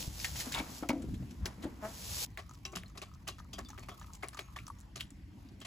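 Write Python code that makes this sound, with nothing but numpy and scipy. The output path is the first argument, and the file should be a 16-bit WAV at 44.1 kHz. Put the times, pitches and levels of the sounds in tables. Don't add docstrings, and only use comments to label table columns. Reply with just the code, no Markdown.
import sys
import numpy as np
from scipy import signal
from scipy.fft import rfft, irfft, next_fast_len
from scipy.io import wavfile
from scipy.ndimage import uniform_filter1d

SR = 44100
rng = np.random.default_rng(int(sys.argv[2]) if len(sys.argv) > 2 else 0)


def to_wav(sig):
    pcm = np.clip(np.atleast_2d(sig), -1, 1) * 32767
    pcm = np.round(pcm).astype(np.int16)
    wavfile.write(sys.argv[1], SR, pcm.T)


def voltage_ratio(decibels):
    exponent = np.asarray(decibels, float) / 20
    return 10 ** exponent


N = 249914
TIME = np.arange(N) / SR
CHANGE_S = 2.27

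# [t/s, peak level/dB, pan ring/dB, colour f/Hz, broad crackle/dB]
PECKS = [(2.374, -27.5, -41.5, 2180, -17.5), (2.6523, -29.5, -43.5, 2720, -13.5),
         (2.7545, -28, -42, 2890, -7.5), (2.9738, -38.5, -43, 5040, -8), (3.017, -31.5, -38.5, 2470, -10),
         (3.2758, -27.5, -41, 2850, -9), (3.531, -36, -44, 3277, -8.5), (3.5852, -36.5, -35, 1830, -7.5),
         (3.8857, -35.5, -37.5, 2100, -10.5), (4.2254, -29.5, -47, 1750, -17),
         (4.231, -26, -31.5, 2240, -18), (4.37, -31, -54, 1870, -16), (4.3895, -28, -37, 2370, -13),
         (4.561, -31, -40.5, 1830, -12.5), (4.5858, -34.5, -76, 2506, -18), (4.957, -36, -47.5, 4270, -6.5),
         (5.006, -29.5, -55, 3130, -11.5), (5.613, -35, -45.5, 3100, -14.5), (5.648, -33, -44, 2100, -10),
         (5.66, -29, -68, 2860, -3)]
# [t/s, peak level/dB, colour f/Hz]
FLICKS = [(2.4942, -43, 6400), (2.5104, -46, 6500), (2.536, -44, 7600), (2.547, -45, 5730),
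          (2.72, -45, 7000), (2.725, -43, 6500), (2.8812, -46, 6700), (2.898, -49, 6500),
          (3.1387, -49.5, 5900), (3.3978, -42, 5940), (3.703, -38.5, 6000), (3.794, -39.5, 6950),
          (3.649, -43, 5030), (3.687, -37, 6500), (3.9972, -41, 7100), (4.045, -51.5, 4500),
          (4.1344, -36, 7060), (4.151, -35, 7400), (4.2852, -31, 8900), (4.346, -39.5, 7000),
          (4.6674, -36, 5870), (4.6797, -36, 8700), (4.701, -48, 10500), (4.7869, -50.5, 6700),
          (4.81, -42, 7400), (5.105, -41.5, 7800), (5.488, -50, 4970), (5.603, -42, 8000)]
# [f/Hz, level/dB per Hz]
CRACKLE = [(900, -15), (1800, -3.5), (3500, -3.5), (6500, -1.5), (8000, -0.5), (11000, -2.5), (15500, -9),
           (16500, -44)]


def evened(x):
    return x / np.sqrt(np.mean(x ** 2) + 1e-20)


def coloured(x, points):
    hz, db = np.transpose(points)
    size = next_fast_len(x.shape[-1])
    at = np.log(np.fft.rfftfreq(size, 1 / SR) + 1)
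    gain = voltage_ratio(np.interp(at, np.log(hz + 1), db))
    return irfft(rfft(x, size) * gain, size)[..., :x.shape[-1]]


def curve(rows, k):
    return np.interp(TIME, [r[0] for r in rows], [r[k] for r in rows])


def resonate(x, hz, width):
    return signal.lfilter(*signal.iirpeak(min(hz, SR / 3), max(hz / width, .3), SR), x)


def add(mix, s, sound):
    part = mix[..., round(s * SR):][..., :sound.shape[-1]]
    part += sound[..., :part.shape[-1]]


def grainy(spread_db, hold, size=N):
    steps = evened(uniform_filter1d(rng.standard_normal(size), max(int(hold), 1)))
    return rng.standard_normal((2, size)) * voltage_ratio(spread_db * steps)


def patchy(x, patchy_db):
    z = signal.stft(x, nperseg=512)[2]
    patches = uniform_filter1d(rng.standard_normal(z.shape[1:]), size=8, axis=0)
    patches = uniform_filter1d(patches, size=14, axis=1)
    return signal.istft(z * voltage_ratio(patchy_db * evened(patches)), nperseg=512)[1][:, :N]


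def swells(rows, rest_db, rise=0.61):
    tents = [db - 20 * np.maximum((s - TIME) / rise, TIME - s) / max(fall_s, .01) for s, db, fall_s in rows]
    return np.sqrt(voltage_ratio(rest_db) ** 2 + voltage_ratio(np.max(tents, axis=0)) ** 2)


def knocks(per_s, spread_db):
    where, size = rng.random((2, 5000))
    clicks = (where < per_s / SR) * voltage_ratio(spread_db * size - 10.5)
    clicks[40] = 0.75
    return clicks * rng.choice([-1., 1.], (2, 5000))


def crunches(rows, spray_s, t60, body, tail_db, tail_t60):
    out, t = np.zeros((2, N)), np.arange(5000) / SR
    for s, peak_db, body_db, hz, broad_db in rows:
        fall = voltage_ratio(-60 * np.maximum(t - spray_s, 0) / t60) + voltage_ratio(tail_db - 60 * t / tail_t60)
        fall *= np.minimum(t / 0.00099, 1)
        sizes = np.geomspace(1500, 13000, num=7) * rng.uniform(.85, 1.15, size=7)
        grains = sum(resonate(knocks(350, 16), f, .22 * f) / np.sqrt(f) for f in sizes)
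        grains = evened(grains) + 0.54 * rng.standard_normal((2, 5000))
        shade = [(1.7 * hz, 0), (6 * hz, -6)]
        broad = coloured(evened(coloured(grains, CRACKLE)), shade)
        broad = broad * fall * np.minimum(t / 0.0041, 1)
        ring = 8.0 * resonate(resonate(knocks(900, 14) * fall, hz, .25 * hz), hz, .25 * hz)
        blow = knocks(900, 12.5) * fall
        dull = sum(voltage_ratio(db) * resonate(resonate(blow, f, 0.55 * w), f, 0.55 * w) for f, w, db in body)
        bright = ring + voltage_ratio(broad_db) * broad
        add(out, s - .001, voltage_ratio(peak_db - 4.0) * bright + voltage_ratio(body_db + 26) * dull)
    return out


def rings(s, db, modes, rise_s=0.0012, rattle_db=0.):
    t = np.arange(9000) / SR
    sound = np.zeros(len(t))
    for hz, mode_db, t60 in modes:
        waver = np.tanh(evened(uniform_filter1d(rng.standard_normal(len(t)), 130)))
        level = voltage_ratio(db + mode_db + rattle_db * waver - 60 * t / t60)
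        sound += level * np.sin(2 * np.pi * (hz * t + rng.random()))
    out = np.zeros(N)
    add(out, s, sound * np.minimum(t / rise_s, 1))
    return out


def beaks():
    # [t/s, peak level/dB, pan ring/dB, colour f/Hz]
    rake_rows = [(2.3876, -32, -39, 1870), (2.731, -42.5, -39.5, 2280), (2.7681, -30, -39.5, 3300),
                 (2.8326, -56, -51, 1870), (2.9525, -43, -47, 1980), (3.024, -43, -43.5, 3120),
                 (3.2713, -35, -37.5, 2700), (3.2848, -32, -37.5, 4040), (3.3851, -40, -71, 1690),
                 (3.5817, -32, -38, 1794), (3.7, -41.5, -61, 1740), (3.7779, -36.5, -40, 1862),
                 (3.8274, -39.5, -50, 2360), (3.9152, -46, -46, 3320), (4.0195, -41.5, -50.5, 1670),
                 (4.3296, -39, -56, 1640), (4.968, -36.5, -46.5, 4230), (4.996, -35, -53, 2980)]
    # [f/Hz, width/Hz, level/dB]
    pan = [(387, 247, -0.5), (660, 535, -0.5), (1127, 445, 0)]
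    rakes = [(*row, -14.5) for row in rake_rows]
    flicks = [(s, db, db - 20, hz, -14) for s, db, hz in FLICKS]
    # rows, spray/s, t60/s, tail level/dB
    kinds = [(PECKS, 0.0058, 0.075, -15.5), (rakes, 0.0066, 0.075, -15.5), (flicks, 0.0013, 0.032, -19)]
    return sum(crunches(rows, spray_s, t60, pan, tail_db, 0.33) for rows, spray_s, t60, tail_db in kinds)


def pops():
    # [t/s, peak level/dB]
    pop_rows = [(2.494, -50), (2.511, -47), (2.54, -55), (2.9, -56), (3.115, -55), (3.135, -55),
                (3.155, -56), (3.384, -48), (3.401, -44), (3.45, -56), (3.688, -48), (3.732, -46),
                (3.748, -50), (3.915, -49), (3.94, -54), (4.014, -42.5), (4.043, -48.5), (4.082, -54),
                (4.104, -52), (4.348, -43), (4.373, -40), (4.485, -51.5), (4.565, -38), (4.668, -52),
                (4.681, -43), (4.701, -35)]
    out = np.zeros(N)
    for s, db in pop_rows:
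        hz = 1131 * (1 + 0.0094 * np.clip(-35 - db, 0, 12))
        out += rings(s, db + 0.5, [(hz, 0, .035), (0.8 * hz, -6, .03)], 0.00076)
    return out


def ticks():
    # [t/s, peak level/dB, colour f/Hz]
    tick_rows = [(0.027, -32, 3000), (0.2454, -22, 2230), (0.4025, -22, 6500), (0.5233, -27, 7000),
                 (0.529, -29, 5500), (0.5408, -23.5, 2380), (0.5478, -34, 3480), (0.551, -31, 1510),
                 (0.588, -35, 3560), (0.8886, -22, 7000), (0.89, -28, 7000), (0.8912, -27, 10900),
                 (0.892, -24, 2110), (1.4574, -19, 4940), (2.304, -50, 7000), (2.3738, -30, 1890),
                 (2.423, -49, 5500), (2.553, -48, 4500), (3.148, -47, 5800), (3.152, -50, 7000),
                 (3.384, -45, 6500), (3.446, -50, 7500), (2.654, -33, 2670), (2.8346, -36.5, 2020),
                 (2.769, -30.5, 1280), (3.2866, -23.5, 5300), (3.5325, -35, 4870), (3.539, -40, 3320),
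                 (3.591, -28, 6300), (3.6915, -42, 6500), (3.7045, -48, 1700), (3.731, -52, 5000),
                 (3.745, -49, 6800), (3.778, -39.5, 1850), (3.787, -40, 2000), (3.843, -52, 6000),
                 (3.8865, -44, 2180), (3.8945, -35.5, 2090), (3.952, -52, 5000), (4.014, -44, 3800),
                 (4.02, -47, 1400), (4.044, -48, 2000), (4.2764, -43, 5000), (4.29, -38.5, 3980),
                 (4.794, -46, 9000), (4.803, -41, 9000), (4.392, -26, 2330), (5.0078, -23, 2940),
                 (5.6648, -23, 4500)]
    out, blow = np.zeros(N), signal.unit_impulse(600, 20)
    snap = np.diff(blow, prepend=0)
    for s, db, hz in tick_rows + [(s, db - 1, hz) for s, db, hz in FLICKS]:
        ring = resonate(resonate(blow, hz, 1.03 * hz), hz, .5 * hz)
        click = ring / abs(ring).max() + 0.28 * coloured(blow, CRACKLE) + 0.93 * snap
        add(out, s, voltage_ratio(db - 1.0) * click)
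    return out


def bare_metal():
    # [t/s, level/dB]
    sheet_hits = [
        (2.651, -49.5),
        (3.532, -58.5),
    ]
    # [f/Hz, level/dB, t60/s]
    sheet = [(383, -6, 0.52), (784, -11, 0.48), (1084, -5.5, 0.53), (1520, -15, 0.3), (2730, -1, 0.16),
             (3930, 2.5, 0.095), (4200, -17, 0.082), (4950, 8, 0.051), (5600, 10, 0.038), (5860, -4, 0.19),
             (6400, -9, 0.069)]
    return sum(rings(s, db, sheet, rattle_db=1.0) for s, db in sheet_hits)


def jolts():
    # [t/s, peak level/dB, f/Hz, t60/s]
    jolt_rows = [
        (2.728, -43.5, 348, 0.11),
        (2.764, -36, 180, 0.11),
        (4.972, -45, 125, 0.089),
        (4.962, -53, 390, 0.061),
        (3.7, -46, 850, .06),
    ]
    return sum(rings(s, db, [(hz, 0, t60)], 0.0028) for s, db, hz, t60 in jolt_rows)


def clinks():
    # [t/s, level/dB, f/Hz, t60/s]
    clink_rows = [(0.253, -38, 1850, 0.08), (.892, -32.5, 2250, 0.073), (.897, -39.5, 550, 0.19),
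                  (.903, -31, 930, 0.055), (.55, -39, 922, 0.17), (3.54, -50.5, 3250, 0.13),
                  (2.652, -30, 5850, 0.019), (3.655, -60, 3550, 0.22), (3.3, -62, 3350, 0.23),
                  (3.545, -58, 3450, .1), (3.537, -51, 4800, 0.11), (3.648, -60, 4700, 0.13),
                  (3.79, -64.5, 4400, 0.25), (3.9, -60, 3400, 0.23), (4.015, -61, 5900, 0.14),
                  (4.41, -63.5, 6540, .35), (.93, -45.5, 640, .2), (.84, -45, 700, 0.14),
                  (1.655, -47, 600, .12), (1.665, -50, 850, 0.084), (2.86, -56, 4200, .05),
                  (3.32, -52, 2800, .05), (4.588, -34, 2290, 0.015), (5.011, -57, 1010, 0.03)]
    return sum(rings(s, db, [(hz, 0, t60)], rattle_db=8.0) for s, db, hz, t60 in clink_rows)


def cluck():
    # [t/s, effort/dB, pitch f/Hz]
    effort = [
        (1.819, -55, 210.8),
        (1.827, -42, 213),
        (1.855, -38.5, 215.6),
        (1.88, -50, 219.6),
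        (1.925, -61.5, 227),
    ]
    # [f/Hz, level/dB]
    throat = [(120, -29), (229, 7), (340, -14), (640, 9.5), (1000, -2.5), (1280, -3), (1950, -10.5),
              (4160, -47)]
    wobble = [evened(uniform_filter1d(rng.standard_normal(N), size=200)) for _ in range(15)]
    turns = np.cumsum(curve(effort, 2) * (1 + .012 * wobble[0])) / SR
    folds = np.zeros(N)
    for k in range(1, 15):
        folds += voltage_ratio(1.8 * wobble[k]) * np.cos(2 * np.pi * (k * turns - 0.02 * k ** 2))
    air = rng.standard_normal(N) * (1 + np.cos(2 * np.pi * turns))
    voice = coloured(evened(folds) + 0.36 * air, throat)
    edges = np.clip(np.minimum(TIME - effort[0][0], effort[-1][0] - TIME) / 0.011, 0, 1)
    return evened(voice) * voltage_ratio(curve(effort, 1) + 0.5) * edges


def claw_snaps():
    # [t/s, peak level/dB, dull part/dB, colour f/Hz, broad crackle/dB]
    snap_rows = [(0.1994, -30, -68, 5140, -14), (0.2434, -24.5, -37.5, 1930, -4.5),
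                 (0.357, -32, -44, 5740, -8.5), (0.4015, -36, -76, 4750, 0.5),
                 (0.519, -34, -69, 6460, -3.5), (0.529, -32.5, -58, 5000, -7),
                 (0.543, -21, -45, 3430, -14.5), (0.555, -25, -32, 1110, -9),
                 (0.571, -21.5, -37, 2320, -18), (0.579, -26.5, -31, 2260, -10),
                 (0.586, -25.5, -38, 3600, -16), (0.595, -22.5, -38, 2350, -23),
                 (0.8314, -56, -34.5, 2420, -12.5), (0.8912, -19.5, -33, 2120, -14.5),
                 (0.903, -41, -35, 5060, -20), (1.019, -43, -47, 8100, -12),
                 (1.14, -44.5, -84, 3530, -10.5), (1.3069, -47.5, -55, 5700, -7),
                 (1.4557, -31, -36.5, 5260, -4.5), (1.6237, -40, -78, 1950, -4.5),
                 (1.637, -36.5, -36, 1870, -10)]
    body = [(726, 1600, -4.0), (1290, 190, -3.5)]  # f/Hz, width/Hz, level/dB
    return crunches(snap_rows, 0.0066, 0.068, body, -23.5, 0.77)


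def feet():
    # [t/s, peak level/dB, ring f/Hz, t60/s]
    thuds = [(0.469, -38.5, 235.5, 0.16), (0.603, -32.5, 266, 0.085), (0.825, -31.5, 277, 0.059),
             (0.848, -40, 284.6, 0.17), (0.895, -20.5, 252, 0.09), (0.931, -29, 281.4, 0.1),
             (0.953, -36.5, 272.3, 0.47), (1.04, -36, 202, .12), (1.202, -35.5, 131, 0.06),
             (1.224, -31, 117, 0.09), (1.457, -43.5, 357, 0.11), (1.583, -43, 195, 0.044),
             (1.639, -34, 265, 0.12), (1.652, -34, 290, .12), (1.0, -39, 240, .15), (1.085, -38, 150, .15)]
    overtones = [(1, 0, 1), (1.17, -7, 1.6), (1.9, -12, 0.67), (2.5, -12, .5), (3.5, -15, 0.19)]
    out = np.zeros(N)
    for s, db, hz, t60 in thuds:
        modes = [(ratio * hz, mode_db, span * t60) for ratio, mode_db, span in overtones]
        out += rings(s, db, modes, rattle_db=3.0)
    return out


def rustle():
    # [t/s, level/dB]
    leaves = [
        (0.0, -41),
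        (0.114, -55.5),
        (0.24, -43.5),
        (0.332, -49.5),
        (0.408, -40),
        (0.438, -47),
        (0.65, -55),
        (0.78, -50),
        (0.89, -69.5),
    ]
    # [t/s, level/dB]
    rubbing = [
        (1.8, -70.5),
        (1.85, -54),
        (1.93, -53.5),
        (2.242, -37),
        (2.25, -39),
    ]
    # [t/s, peak level/dB, time to fall 20 dB/s]
    drags = [(.47, -47, 0.2), (.584, -40.5, 0.19), (.83, -35, -0.0254), (.905, -40, 0.0366),
             (1.47, -46, 0.15), (1.65, -50.5, 0.27), (1.85, -42.5, 0.14)]
    # [f/Hz, level/dB per Hz]
    fine = [(1200, -21), (2400, -7.5), (4000, -3.5), (6500, -1.5), (8000, -2.5), (11000, -5.5), (15500, -6),
            (16500, -49)]
    coarse = [(250, -3.5), (500, -2), (1000, -1.5), (2000, -10.5), (3200, -20.5), (6000, -62)]
    level = voltage_ratio(curve(leaves + rubbing, 1))
    hiss = evened(coloured(grainy(2.0, 60), fine)) * level
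    scrape_level = level * voltage_ratio(-9.5) + swells(drags, -63.5, rise=0.52)
    scrape = evened(coloured(grainy(1.25, 180), coarse)) * scrape_level * voltage_ratio(-6.5)
    gate = (TIME < 2.2495) + voltage_ratio(-17) * (TIME >= 2.2495) * (TIME < 2.265)
    return (hiss + scrape) * gate


def rolling_grain():
    # [t/s, level/dB]
    trickle = [(2.27, -68), (3.1, -68.5), (3.3, -75), (3.7, -62.5), (4.0, -59.5), (4.15, -61.5),
               (4.22, -67), (4.6, -61), (4.95, -75)]
    lumps = evened(coloured(grainy(3.6, 350), [(1, -27), (90, 1.5), (400, -24.0)]))
    starts = np.array([0] + [row[0] for row in PECKS])
    since = TIME - starts[np.searchsorted(starts, TIME, side="right") - 1]
    hollow_hz = 1300 - 1300 * np.minimum(since, .3)
    near = np.cos(2 * np.pi * np.cumsum(hollow_hz) / SR) * voltage_ratio(curve(trickle, 1))
    near *= (TIME > CHANGE_S) * (TIME < 5)
    far = np.cos(2 * np.pi * 835 * TIME) * swells([(5.4, -65.5, 0.14)], -120)
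    return lumps * (near + far)


def boards():
    # [t/s, peak level/dB, time to fall 20 dB/s]
    steps = [(.08, -56.5, 0.15), (.6, -49, 0.53), (.98, -39, -0.08), (1.12, -44.5, 0.5),
             (1.66, -43.5, 0.24), (1.88, -53, 0), (2.75, -57.5, 0.24), (3.6, -52, 0.45), (5.3, -57, 1.5)]
    # [f/Hz, level/dB per Hz]
    board_hum = [(130, -35), (180, -0.5), (260, 5), (330, -5), (420, -19), (700, -40.5)]
    return evened(coloured(grainy(2.6, 440), board_hum)) * swells(steps, -64.5, rise=0.6) * voltage_ratio(-1.5)


def wind():
    # [t/s, peak level/dB, time to fall 20 dB/s]
    gusts = [(0, -45, 0.6), (.08, -30, 0), (.33, -44.5, 0.37), (.55, -42, 0.15), (1.12, -36.5, 0.2),
             (1.44, -36, 0.1), (1.66, -43.5, 0.03), (1.22, -35, -0.05), (2.08, -46.5, 0.2),
             (2.75, -55, 0.4), (3.62, -51.5, 1.5)]
    # [f/Hz, level/dB per Hz]
    rumble = [(12, -29), (20, -23), (54, 5.5), (124, -0.5), (146, -5), (200, -4.5), (260, -35), (440, -120)]
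    return evened(coloured(grainy(1.5, 1500), rumble)) * swells(gusts, -53.5, rise=0.9)


def yard():
    # [f/Hz, level/dB per Hz]
    wash = [(180, -33), (320, -9.5), (392, -21), (921, -24), (1300, -28.5), (1900, -25.5), (4590, -32.5),
            (15500, -43)]
    # [t/s, level/dB]
    wash_level = [
        (0, -61.5),
        (2.25, -71),
        (2.27, -68.5),
        (4.8, -69.5),
        (5.67, -67.5),
    ]
    return evened(patchy(coloured(grainy(.6, 400), wash), patchy_db=2.8)) * voltage_ratio(curve(wash_level, 1))


def stereo_pair(mid, loose, lean, lead, loose_db, steep, shared, top_hz):
    # [f/Hz, level/dB]
    side_width = [(30, -21), (300, -11), (600, -3), (1500, -2.5), (4000, -3), (8000, -3), (12000, 0.5),
                  (15000, -4)]
    size = next_fast_len(N)
    hz = np.fft.rfftfreq(size, 1 / SR)
    halves = np.maximum(hz - 6950, 0) / 2150
    gap = np.pi / 2 * (halves // 1 + np.clip((halves % 1 - .5) * steep + .5, 0, 1))
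    treble = np.clip((hz - 5800) / 800, 0, 1)
    m = rfft(mid, size)
    wide = rfft(coloured(loose, side_width) * voltage_ratio(loose_db) + lean * mid, size)
    delayed = 1j * lead * np.sin(np.pi * hz / 5200) * hz / 3000 * m
    echo = shared * m + np.sqrt(1 - shared ** 2) * rfft(loose, size)
    side = (1 - treble) * (wide + delayed) + 1j * np.sin(gap) * echo
    pair = irfft(np.array([m * np.cos(gap), side]) * (hz < top_hz), size)[:, :N]
    return np.array([pair[0] + pair[1], pair[0] - pair[1]])


def scene():
    hits = beaks() + claw_snaps()
    hits[0] += pops() + ticks() + bare_metal() + jolts() + clinks() + cluck() + feet()
    bed = rustle() + rolling_grain() + boards() + wind() + yard()
    close = stereo_pair(*hits, lean=0.15, lead=0.63, loose_db=-3.0, steep=1.04, shared=0.87, top_hz=15950)
    around = stereo_pair(*bed, lean=0.043, lead=0.13, loose_db=-0.1, steep=1.5, shared=0.75, top_hz=15300)
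    return close + around


def low_pass(x):
    return signal.sosfilt(signal.butter(12, 17090, fs=SR, output="sos"), x)


def record(dry):
    ceiling = .14
    return low_pass(ceiling * np.tanh(dry / ceiling))


dry = scene()
out = record(dry)
to_wav(out)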